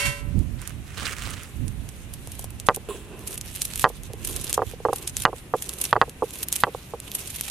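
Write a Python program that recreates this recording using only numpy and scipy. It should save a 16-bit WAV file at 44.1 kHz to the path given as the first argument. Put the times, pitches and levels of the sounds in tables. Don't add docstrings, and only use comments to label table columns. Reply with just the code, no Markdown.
import sys
import numpy as np
from scipy import signal
from scipy.fft import rfft, irfft, next_fast_len
from scipy.io import wavfile
from scipy.ndimage import uniform_filter1d

SR = 44100
rng = np.random.default_rng(int(sys.argv[2]) if len(sys.argv) > 2 else 0)


def materialize(psi):
    bounded = np.clip(np.atleast_2d(psi).T, -1, 1)
    quanta = np.round(bounded * 32767).astype(np.int16)
    wavfile.write(sys.argv[1], SR, quanta)


N = 331090
TIME = np.arange(N) / SR

# (time [s], strength [dB], first bounce gap [s], main loss per bounce [dB], relative ring [dB])
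LANDINGS = [(2.2745, -27, .004, 19, -15), (2.395, -25.5, 0.0039, 15, -21), (2.4435, -22.5, .004, 20, -26),
            (2.6875, 8, 0.009, 10, -3.5), (2.771, -27.5, 0.0028, 4.5, 3.5), (3.8428, 7.5, 0.0091, 7, -5),
            (3.902, -30, 0.0046, 10, 5.5), (4.102, -40, 0.0039, 4.5, 9), (4.139, -46, 0.0049, 14, 22.5),
            (4.579, -14, 0.0036, 27, 11), (4.5926, -16.5, 0.005, 5, 8), (4.6202, -9.5, 0.0041, 5, 1),
            (4.7371, -47, .0043, 13, 22.5), (4.8035, -42, 0.0046, 14, 14), (4.8522, -9.5, .0043, 4.5, 6.5),
            (4.8867, -16.5, 0.0047, 2, 6.5), (4.9306, -14, 0.0039, 10, 6.5), (5.2529, 11, .0079, 12, -8.5),
            (5.2783, -16, 0.0057, 2.5, -5), (5.3307, -19.5, 0.0029, 4.5, 0), (5.5388, -12, 0.0042, 3.5, 8),
            (5.9293, 5.5, .0033, 8.5, -4.5), (5.9568, -11, 0.0051, 1, -3), (5.9649, -4.5, 0.0042, 12, -0.5),
            (6.0153, 6, .0064, 8.5, -2.5), (6.08, -39.5, 0.0045, 5, 11), (6.2234, -22.5, 0.0043, 2.5, 15),
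            (6.637, 9.5, 0.006, 13.5, -12), (6.67, -20.5, 0.0053, 2, 3), (6.7492, -25.5, .0077, 23, 11),
            (6.9374, -22.5, .0046, 6, 5)]
# (centre frequency [Hz], width [Hz], relative level [dB])
STONE_MODES = [(473, 108, 0.5), (815, 130, -8), (1140, 290, -5.5), (1643, 61, -8.5), (1944, 137, -0.5),
               (2610, 97, 8), (3100, 65, 17), (4620, 95, 18)]
CONTACT_HZ, CONTACT_DOUBLING_DB, CONTACT_RISE_HZ_PER_S = 853, 43.5, 25.4
THUD_HZ, THUD_DECAY_S, THUD_DB, THUD_SHARE = 115, 0.0083, -26.5, 0.21

# (time [s], relative snap [dB], crumbs against snap [dB])
LOUD_CORNS = [(2.1381, -25, 1.5), (2.2738, -26.5, -12), (2.319, -29, 1.5), (2.3938, -24, 1.5),
              (2.4432, -25, -1), (2.5054, -33.5, -2), (2.5999, -22.5, -4), (2.6672, -32, 13),
              (2.7474, -25, 6), (2.762, -18, -4.5), (3.1932, -33.5, -4), (3.275, -24.5, 8.5),
              (3.3087, -34.5, 10), (3.3422, -29.5, 4), (3.3778, -21, 0), (3.4124, -21, -5),
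              (3.4617, -34, -9), (3.56, -28.5, 9.5), (3.619, -10.5, -2), (3.652, -24.5, 11),
              (3.7583, -16.5, -4), (3.7769, -21, -2), (3.7958, -14.5, -1), (3.819, -20, 3),
              (3.8907, -32, 8.5), (4.0348, -28.5, -6), (4.1345, -28, -7), (4.2496, -18, 2),
              (4.274, -19.5, 4), (4.3635, -20.5, 5), (4.4433, -26.5, 10), (4.4964, -19.5, -1),
              (4.5292, -10, -15), (4.5424, -18.5, 9.5), (4.9334, -24, 3), (4.96, -20.5, 0),
              (5.0762, -16, 1), (5.0959, -25, 2), (5.1684, -10, -10), (5.221, -22, 0), (5.5672, -33, -7),
              (5.6235, -19.5, 3), (5.6932, -16, -5), (5.7368, -27, 2), (5.8149, -11.5, 0.5),
              (5.8408, -13, -2), (5.8531, -18.5, 4), (6.0955, -26.5, -3), (6.4308, -13.5, 2),
              (6.4856, -13.5, -8), (6.5269, -6.5, -7), (6.558, -20.5, 7), (6.563, -15, -3),
              (7.002, -23, -13), (7.117, -19, -16), (7.151, -21.5, 11.5), (7.3606, -27, 9.5),
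              (7.4107, -10.5, -10)]
# (frequency [Hz], density [dB per Hz])
HUSK_TONE = [(500, -11.5), (1200, -11), (2000, -7), (2650, -1.5), (3800, -3), (4900, -7.5), (6200, -4.5),
             (7500, -5), (9800, -1), (12500, -3.5), (14500, -12), (16000, -37)]
HUSK_HZ, HUSK_SCATTER_OCT, CORN_PAN_DB, CORN_PAN_SCATTER_DB = 9900, 0.3, -2.5, 1
LESSER_SNAP_DB, LESSER_CRUMB_DB = 10.5, 8
# (time [s], relative snap [dB])
HAND_TICKS = [(0.3916, -36.5), (.6173, -29), (0.6757, -22), (0.6953, -34), (0.9787, -31.5), (1.0772, -28),
              (1.3062, -29), (1.4336, -29.5), (1.681, -26), (1.89, -26)]
TICK_HZ, TICK_CRUMB_DB, TICK_PAN_DB = 8100, -3.5, -11

# (start [s], end [s], final grinding [dB], rise over the push [dB])
HEAP_PUSHES = [(2.231, 2.432, -49.5, 3), (3.277, 3.359, -45, 0.5), (3.461, 3.839, -37.5, 6),
               (4.252, 4.575, -40.5, -2), (4.939, 5.091, -44.5, -1.5), (5.172, 5.238, -35, 8),
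               (5.583, 5.914, -39.5, 6), (6.247, 6.429, -40.5, 6), (6.502, 6.625, -34, 9),
               (7.12, 7.514, -39, 1)]
PUSH_ATTACK_S, PUSH_RELEASE_S = 0.027, 0.0055
# (middle [s], half width at half amplitude [s], level [dB])
DUST_SLIDES = [(1.85, 0.93, -56), (2.97, 0.038, -55), (3.26, 0.055, -50.5), (3.95, .045, -49.5),
               (4.06, 0.02, -48), (4.21, 0.036, -53.5), (4.69, 0.053, -45.5), (4.9, 0.06, -54.5),
               (5.38, 0.021, -41), (5.56, 0.044, -53), (6.04, .05, -55), (6.23, 0.066, -60),
               (6.79, 0.13, -48.5), (7.06, 0.036, -46.5)]
DUST_DB = -56

# (start [s], end [s], rumble level [dB])
BARE_ROLLS = [(2.936, 3.35, -46), (4.217, 4.55, -45), (4.93, 5.08, -50.5), (5.687, 5.863, -47.5),
              (6.254, 6.483, -51), (7.09, 7.217, -50)]
# (frequency [Hz], width [Hz], relative level [dB])
RUMBLE_MODES = [(258, 220, -8), (374, 82, 8), (700, 290, -17), (1007, 35, -2.5), (1535, 30, -9),
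                (2630, 240, -5)]
ROLL_ATTACK_S, ROLL_RELEASE_S = 0.065, 0.018
ROCKING_DB = -58.5
# (time [s], level [dB], decay [s])
SKID_RUMBLE = (2.888, -39, 0.028)
# (frequency [Hz], width [Hz], relative level [dB])
SKID_HISS_MODES = [(2920, 300, -8), (3400, 350, 0), (7650, 460, 0.5), (9460, 280, 3.5), (11400, 700, -27)]
# (time [s], pitch [Hz], peak level [dB], decay [s])
SKID_GROANS = [(2.888, 417, -22.5, 0.023), (2.907, 1053, -28, 0.012)]

# (start [s], end [s], relative level [dB])
PALM_RUBS = [(0.605, .7, -46), (0.87, .95, -48.5), (0.978, 1.067, -35.5), (1.056, 1.136, -33.5),
             (1.19, 1.34, -37), (1.397, 1.443, -44)]
# (frequency [Hz], density [dB per Hz])
PALM_TONE = [(400, -9), (900, -12), (1200, -2.5), (1700, -3), (2800, -5), (4800, -12.5), (8500, -10),
             (14000, -24)]
RUB_ATTACK_S, RUB_RELEASE_S = 0.019, 0.036

# (frequency [Hz], level [dB])
METAL_PARTIALS = [(430, -50.5), (571, -40), (800, -56.5), (1000, -41.5), (1034, -45.5), (1324, -43),
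                  (1550, -43), (1600, -50), (1927, -32), (1968, -44), (2213, -38), (2299, -43), (2580, -55),
                  (2686, -52), (2735, -33), (3106, -43.5), (3182, -41), (3548, -49), (4032, -52),
                  (4495, -43), (5012, -59), (5529, -46), (6643, -50), (7225, -44)]
# (frequency [Hz], density [dB per Hz])
SCRAPE_TONE = [(700, -7.5), (1200, -2), (2300, 3), (4800, -5), (7000, -4), (9700, -2), (13400, -10.5),
               (15500, -59)]
# (time [s], relative level [dB])
SCRAPE_STROKE = [(0, -21.5), (.045, -28), (.06, -20), (.1, -29), (.15, -38), (.2, -40.5), (.26, -66),
                 (.5, -100)]

# (time [s], level [dB])
BREEZE_LEVEL = [(0, -38.5), (1.3, -43.5), (2.2, -39), (3.1, -45), (4.2, -38), (5.3, -53), (7.5, -64)]
# (middle [s], half width at half amplitude [s], level [dB])
WIND_GUSTS = [(.08, 0.028, -20.5), (.26, 0.052, -24), (.38, .035, -17.5), (.52, 0.079, -25),
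              (.76, 0.07, -31.5), (1.1, 0.13, -35.5), (1.3, 0.09, -36.5), (1.63, 0.062, -27),
              (1.8, 0.066, -30), (2.5, 0.15, -35), (3.78, 0.043, -40), (4.33, .11, -29),
              (4.68, 0.038, -34.5), (5.18, .06, -37.5)]
GUST_REFERENCE_DB, FLUTTER_DB, FLUTTER_POWER = -19.5, -26, 1.28

# (frequency [Hz], density [dB per Hz])
YARD_TONE = [(22, -36), (45, 3.5), (80, 1.5), (140, -1), (250, -6.5), (500, -17), (1000, -23.5),
             (2600, -31), (5000, -48), (10000, -76), (15000, -77)]
# (frequency [Hz], density [dB per Hz])
AIR_TONE = [(30, 9.5), (150, -2), (500, -3.5), (1200, -6.5), (2600, -3.5), (5000, -18.5), (10000, -13),
            (15000, -58)]
TOP_HZ = 16200


def knocks(restitution=.86, soften=0.91, edge=0.062, count=8):
    out = np.zeros(N)
    t = np.arange(-200, 7992) / SR
    chance = rng.standard_normal((len(LANDINGS), len(STONE_MODES), 2))
    for (s, db, gap, loss_db, ring_db), place in zip(LANDINGS, chance):
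        push, at = np.zeros(len(t)), 0
        contact_hz = (CONTACT_HZ + CONTACT_RISE_HZ_PER_S * s) * 2 ** (db / CONTACT_DOUBLING_DB)
        for k in range(count):
            u = (np.pi * contact_hz * soften ** k * (t - at)) ** 2
            force = undb(db - loss_db * k ** 0.7 - 0.23 * k * k)
            pulse = (1 - 2 * u) * np.exp(-u)
            sharp = edge * np.sqrt(force) * np.exp(-abs(t - at) * 16000)
            push += force * (pulse + sharp)
            at += gap * restitution ** k
        modes = [(hz * (1 + .025 * shift), width, mode_db + 1.5 * lift)
                 for (hz, width, mode_db), (shift, lift) in zip(STONE_MODES, place)]
        ring = undb(4.5 + ring_db) * resonate(push, modes)
        start = int((s + t[0]) * SR)
        out[start:start + len(t)] += ring + undb(-5.0) * push + thud(db, t)
    return out * pan(-3.2)


def thud(db, t):
    age = np.maximum(t, 0)
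    level = undb(THUD_DB + THUD_SHARE * db)
    return level * np.exp(-age / THUD_DECAY_S) * np.sin(2 * np.pi * THUD_HZ * age)


def cracks(snap_s=0.00014, crumb_s=0.0055, lead_s=0.0035, husk_width=0.59, ring_db=3):
    out = np.zeros((2, N))
    t = np.arange(-400, 900) / SR
    after = np.maximum(t, 0)

    def rough_noise():
        sizes = undb(3.6 * np.minimum(rng.exponential(size=len(t)), 5))
        return rng.standard_normal(len(t)) * sizes

    for s, db, crumb_db, hz, pan_db in breakages():
        tail = stereo(lambda: rng.standard_normal(len(t)), apart=.4) * .3
        snap = (t >= 0) * np.exp(-after / snap_s) * tail + (t == 0)
        fade = np.where(t < 0, 0.58 * np.exp(t / lead_s), np.exp(-after / crumb_s))
        crumbs = stereo(rough_noise, apart=0.96) * fade
        b, a = signal.iirpeak(min(hz, SR / 3), 1 / husk_width, fs=SR)
        snap, crumbs = (v + undb(ring_db + 5) * signal.lfilter(b, a, v) for v in (snap, crumbs))
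        burst = snap / np.linalg.norm(snap) + undb(crumb_db) * crumbs / np.linalg.norm(crumbs)
        start = int((s + t[0]) * SR)
        out[:, start:start + len(t)] += burst * undb(db + 15) * pan(pan_db)
    return colour(out, HUSK_TONE)


def breakages(count=3):
    pressure, corns = pushing(), list(LOUD_CORNS)
    for (start, end, _, _), shares in zip(HEAP_PUSHES, rng.random((len(HEAP_PUSHES), count))):
        last = min(end, TIME[-1] - .03)
        for s in start + (last - start) * shares:
            grinding_db = 20 * np.log10(pressure[int(s * SR)])
            corns.append((s, grinding_db + LESSER_SNAP_DB, LESSER_CRUMB_DB))
    rows = []
    for (s, db, crumb_db), (small, side) in zip(corns, rng.standard_normal((len(corns), 2))):
        hz = HUSK_HZ * 2 ** (HUSK_SCATTER_OCT * small)
        rows.append((s, db, crumb_db, hz, CORN_PAN_DB + CORN_PAN_SCATTER_DB * side))
    return rows + [(s, db, TICK_CRUMB_DB, TICK_HZ, TICK_PAN_DB) for s, db in HAND_TICKS]


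def grit():
    pressure = np.sqrt(pushing() ** 2 + swells(DUST_SLIDES) ** 2 + undb(DUST_DB) ** 2)
    crunch = np.clip(pressure / undb(-43), .3, .92)
    pieces = stereo(lambda: grains(density=.05, spread_db=3.8), apart=.55)
    pieces = pieces * surges() * undb(2.2 * walk(70))
    dust = stereo(lambda: rng.standard_normal(N), apart=0.93)
    mix = crunch * pieces + np.sqrt(1 - crunch ** 2) * dust
    sound = colour(mix * pressure, HUSK_TONE)
    return flicker(sound, 2420, 12300, flicker_db=3.5, rate=45, count=12) * pan(-4)


def pushing():
    total = 0
    for start, end, db, rise_db in HEAP_PUSHES:
        remaining = np.clip((end - TIME) / (end - start), 0, 1)
        total = total + hold(start, end, PUSH_ATTACK_S, PUSH_RELEASE_S) * undb(db - rise_db * remaining)
    return total


def surges(rate=45, size_db=3, decay_s=0.0051):
    sizes = undb(size_db * np.minimum(rng.exponential(size=N), 2.5))
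    starts = (rng.random(N) < rate / SR) * sizes
    return unit(1.6 + signal.lfilter([1], [1, -np.exp(-1 / (decay_s * SR))], starts))


def rolling():
    s, db, decay_s = SKID_RUMBLE
    since = np.maximum(TIME - s, 0)
    skid = (TIME > s) * undb(db) * np.exp(-since / decay_s)
    rocking = undb(ROCKING_DB) * np.minimum(TIME / BARE_ROLLS[0][0], 1)
    rolls = sum(undb(roll_db) * hold(start, end, ROLL_ATTACK_S, ROLL_RELEASE_S)
                for start, end, roll_db in BARE_ROLLS)
    speed = np.hypot(rocking, rolls)
    pits = unit(resonate(band(rng.standard_normal(N), 140, 2860), RUMBLE_MODES))
    rumble = pits * undb(2 * walk(35)) * (speed + skid)
    for start, hz, groan_db, fade_s in SKID_GROANS:
        age = np.maximum(TIME - start, 0)
        wobbly_cycles = hz * age * (1 + 0.019 * walk(110))
        rumble += undb(groan_db) * np.exp(-age / fade_s) * np.sin(2 * np.pi * wobbly_cycles)
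    hiss = stereo(lambda: unit(resonate(rng.standard_normal(N), SKID_HISS_MODES)), apart=0.58)
    hiss_fade = (TIME > s) * undb(-39.0) * np.exp(-since / 0.081)
    return (rumble + hiss * hiss_fade) * pan(-3.9)


def palm():
    slips = stereo(lambda: grains(density=.12, spread_db=3.4), apart=.4) * undb(1.8 * walk(100))
    rubbing = np.sqrt(sum((undb(db) * hold(start, end, RUB_ATTACK_S, RUB_RELEASE_S)) ** 2
                          for start, end, db in PALM_RUBS))
    skin = flicker(colour(slips, PALM_TONE), 1120, 6000, flicker_db=4.0, rate=60)
    return skin * rubbing * pan(-7.0) * undb(-.5)


def metal(ring_s=0.1):
    hiss = stereo(lambda: unit(band(colour(rng.standard_normal(N), SCRAPE_TONE), 480, 17000)), apart=0.97)
    t, ring = TIME[:SR], np.zeros((2, N))
    for hz, db in METAL_PARTIALS:
        decay_s = ring_s * (1000 / hz) ** .5
        fade = np.exp(-np.maximum(t - .07, 0) / decay_s) * undb(2 * walk(34.7)[:SR])
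        phase = rng.random() + 0.55 * rng.random((2, 1))
        ring[:, :SR] += np.sqrt(2) * undb(db) * fade * np.sin(2 * np.pi * (hz * t + phase))
    return hiss * curve(SCRAPE_STROKE) * undb(-3.5) * pan(-11.0) + ring * pan(-2.5)


def wind():
    def eddies(low_hz, high_hz):
        x = band(rng.standard_normal(N), low_hz, high_hz, order=3)
        return x / np.sqrt(uniform_filter1d(x ** 2, 3000) + 1e-12)

    strength = np.hypot(curve(BREEZE_LEVEL), swells(WIND_GUSTS)) * undb(1.7 * walk(8.3))
    flutter = undb(FLUTTER_DB) * (strength / undb(GUST_REFERENCE_DB)) ** FLUTTER_POWER
    gusts = eddies(37.6, 118.3) * strength + eddies(84, 269) * flutter
    return gusts * np.array([[undb(-25.5)], [1]])


def yard():
    rumble = colour(rng.standard_normal(N), YARD_TONE) * undb(-44.5)
    air = colour(rng.standard_normal((2, N)), AIR_TONE) * undb(-51.0)
    return rumble + air


def grains(density, spread_db):
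    sizes = undb(spread_db * np.minimum(rng.exponential(size=N), 5.5))
    return unit(rng.standard_normal(N) * sizes * (rng.random(N) < density))


def flicker(sound, low_hz, high_hz, flicker_db, rate, count=8):
    out = 0
    for hz in np.geomspace(low_hz, min(high_hz, SR / 3), count):
        low = signal.sosfiltfilt(signal.butter(4, hz, fs=SR, output="sos"), sound)
        out = out + low * undb(flicker_db * walk(rate))
        sound = sound - low
    return out + sound


def swells(table):
    return sum(undb(db) * 2 ** -((TIME - s) / half_s) ** 2 for s, half_s, db in table)


def hold(start, end, attack_s, release_s):
    return np.exp(np.minimum(TIME - start, 0) / attack_s - np.maximum(TIME - end, 0) / release_s)


def curve(table):
    return undb(np.interp(TIME, *np.transpose(table)))


def walk(rate):
    size = int(SR / rate)
    steps = np.repeat(rng.standard_normal(N // size + 1), size)
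    return unit(uniform_filter1d(steps, size)[:N])


def stereo(draw, apart):
    apart = np.clip(apart, 0, 1)
    return np.sqrt(1 - apart) * draw() + np.sqrt(apart) * np.array([draw(), draw()])


def pan(db):
    return unit(undb(np.array([[db], [-db]]) / 2))


def colour(x, points, size=8192):
    hz, db = np.transpose(points)
    f = np.fft.rfftfreq(size, 1 / SR)
    outline = undb(np.interp(np.log(f + 1), np.log(hz), db))
    cepstrum = irfft(np.log(outline))[:size // 2]
    cepstrum[1:] *= 2
    taps = irfft(np.exp(rfft(cepstrum, size)))
    taps = taps / np.linalg.norm(taps)
    return signal.oaconvolve(np.atleast_2d(x), taps[None], axes=1)[:, :N].reshape(x.shape)


def resonate(x, modes):
    size = 2 * next_fast_len(len(x) // 2 + 1)
    f = np.fft.rfftfreq(size, 1 / SR)
    response = sum(undb(db) * 1j * f * width / (hz ** 2 - f ** 2 + 1j * f * width)
                   for hz, width, db in modes)
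    return irfft(rfft(x, size) * response, size)[:len(x)]


def band(x, low_hz, high_hz, order=2):
    edges = [low_hz, min(high_hz, SR / 2 - 1)]
    return signal.sosfilt(signal.butter(order, edges, "band", fs=SR, output="sos"), x)


def undb(db):
    return 10 ** (np.asarray(db) / 20)


def unit(x):
    return x / np.sqrt(np.mean(x ** 2))


def scene():
    return knocks() + cracks() + grit() + rolling() + palm() + metal() + wind() + yard()


def record(dry):
    clipped = np.clip(dry, -.97, .97)
    return signal.sosfilt(signal.ellip(8, .2, 70, TOP_HZ, fs=SR, output="sos"), clipped)


dry = scene()
out = record(dry)
materialize(out)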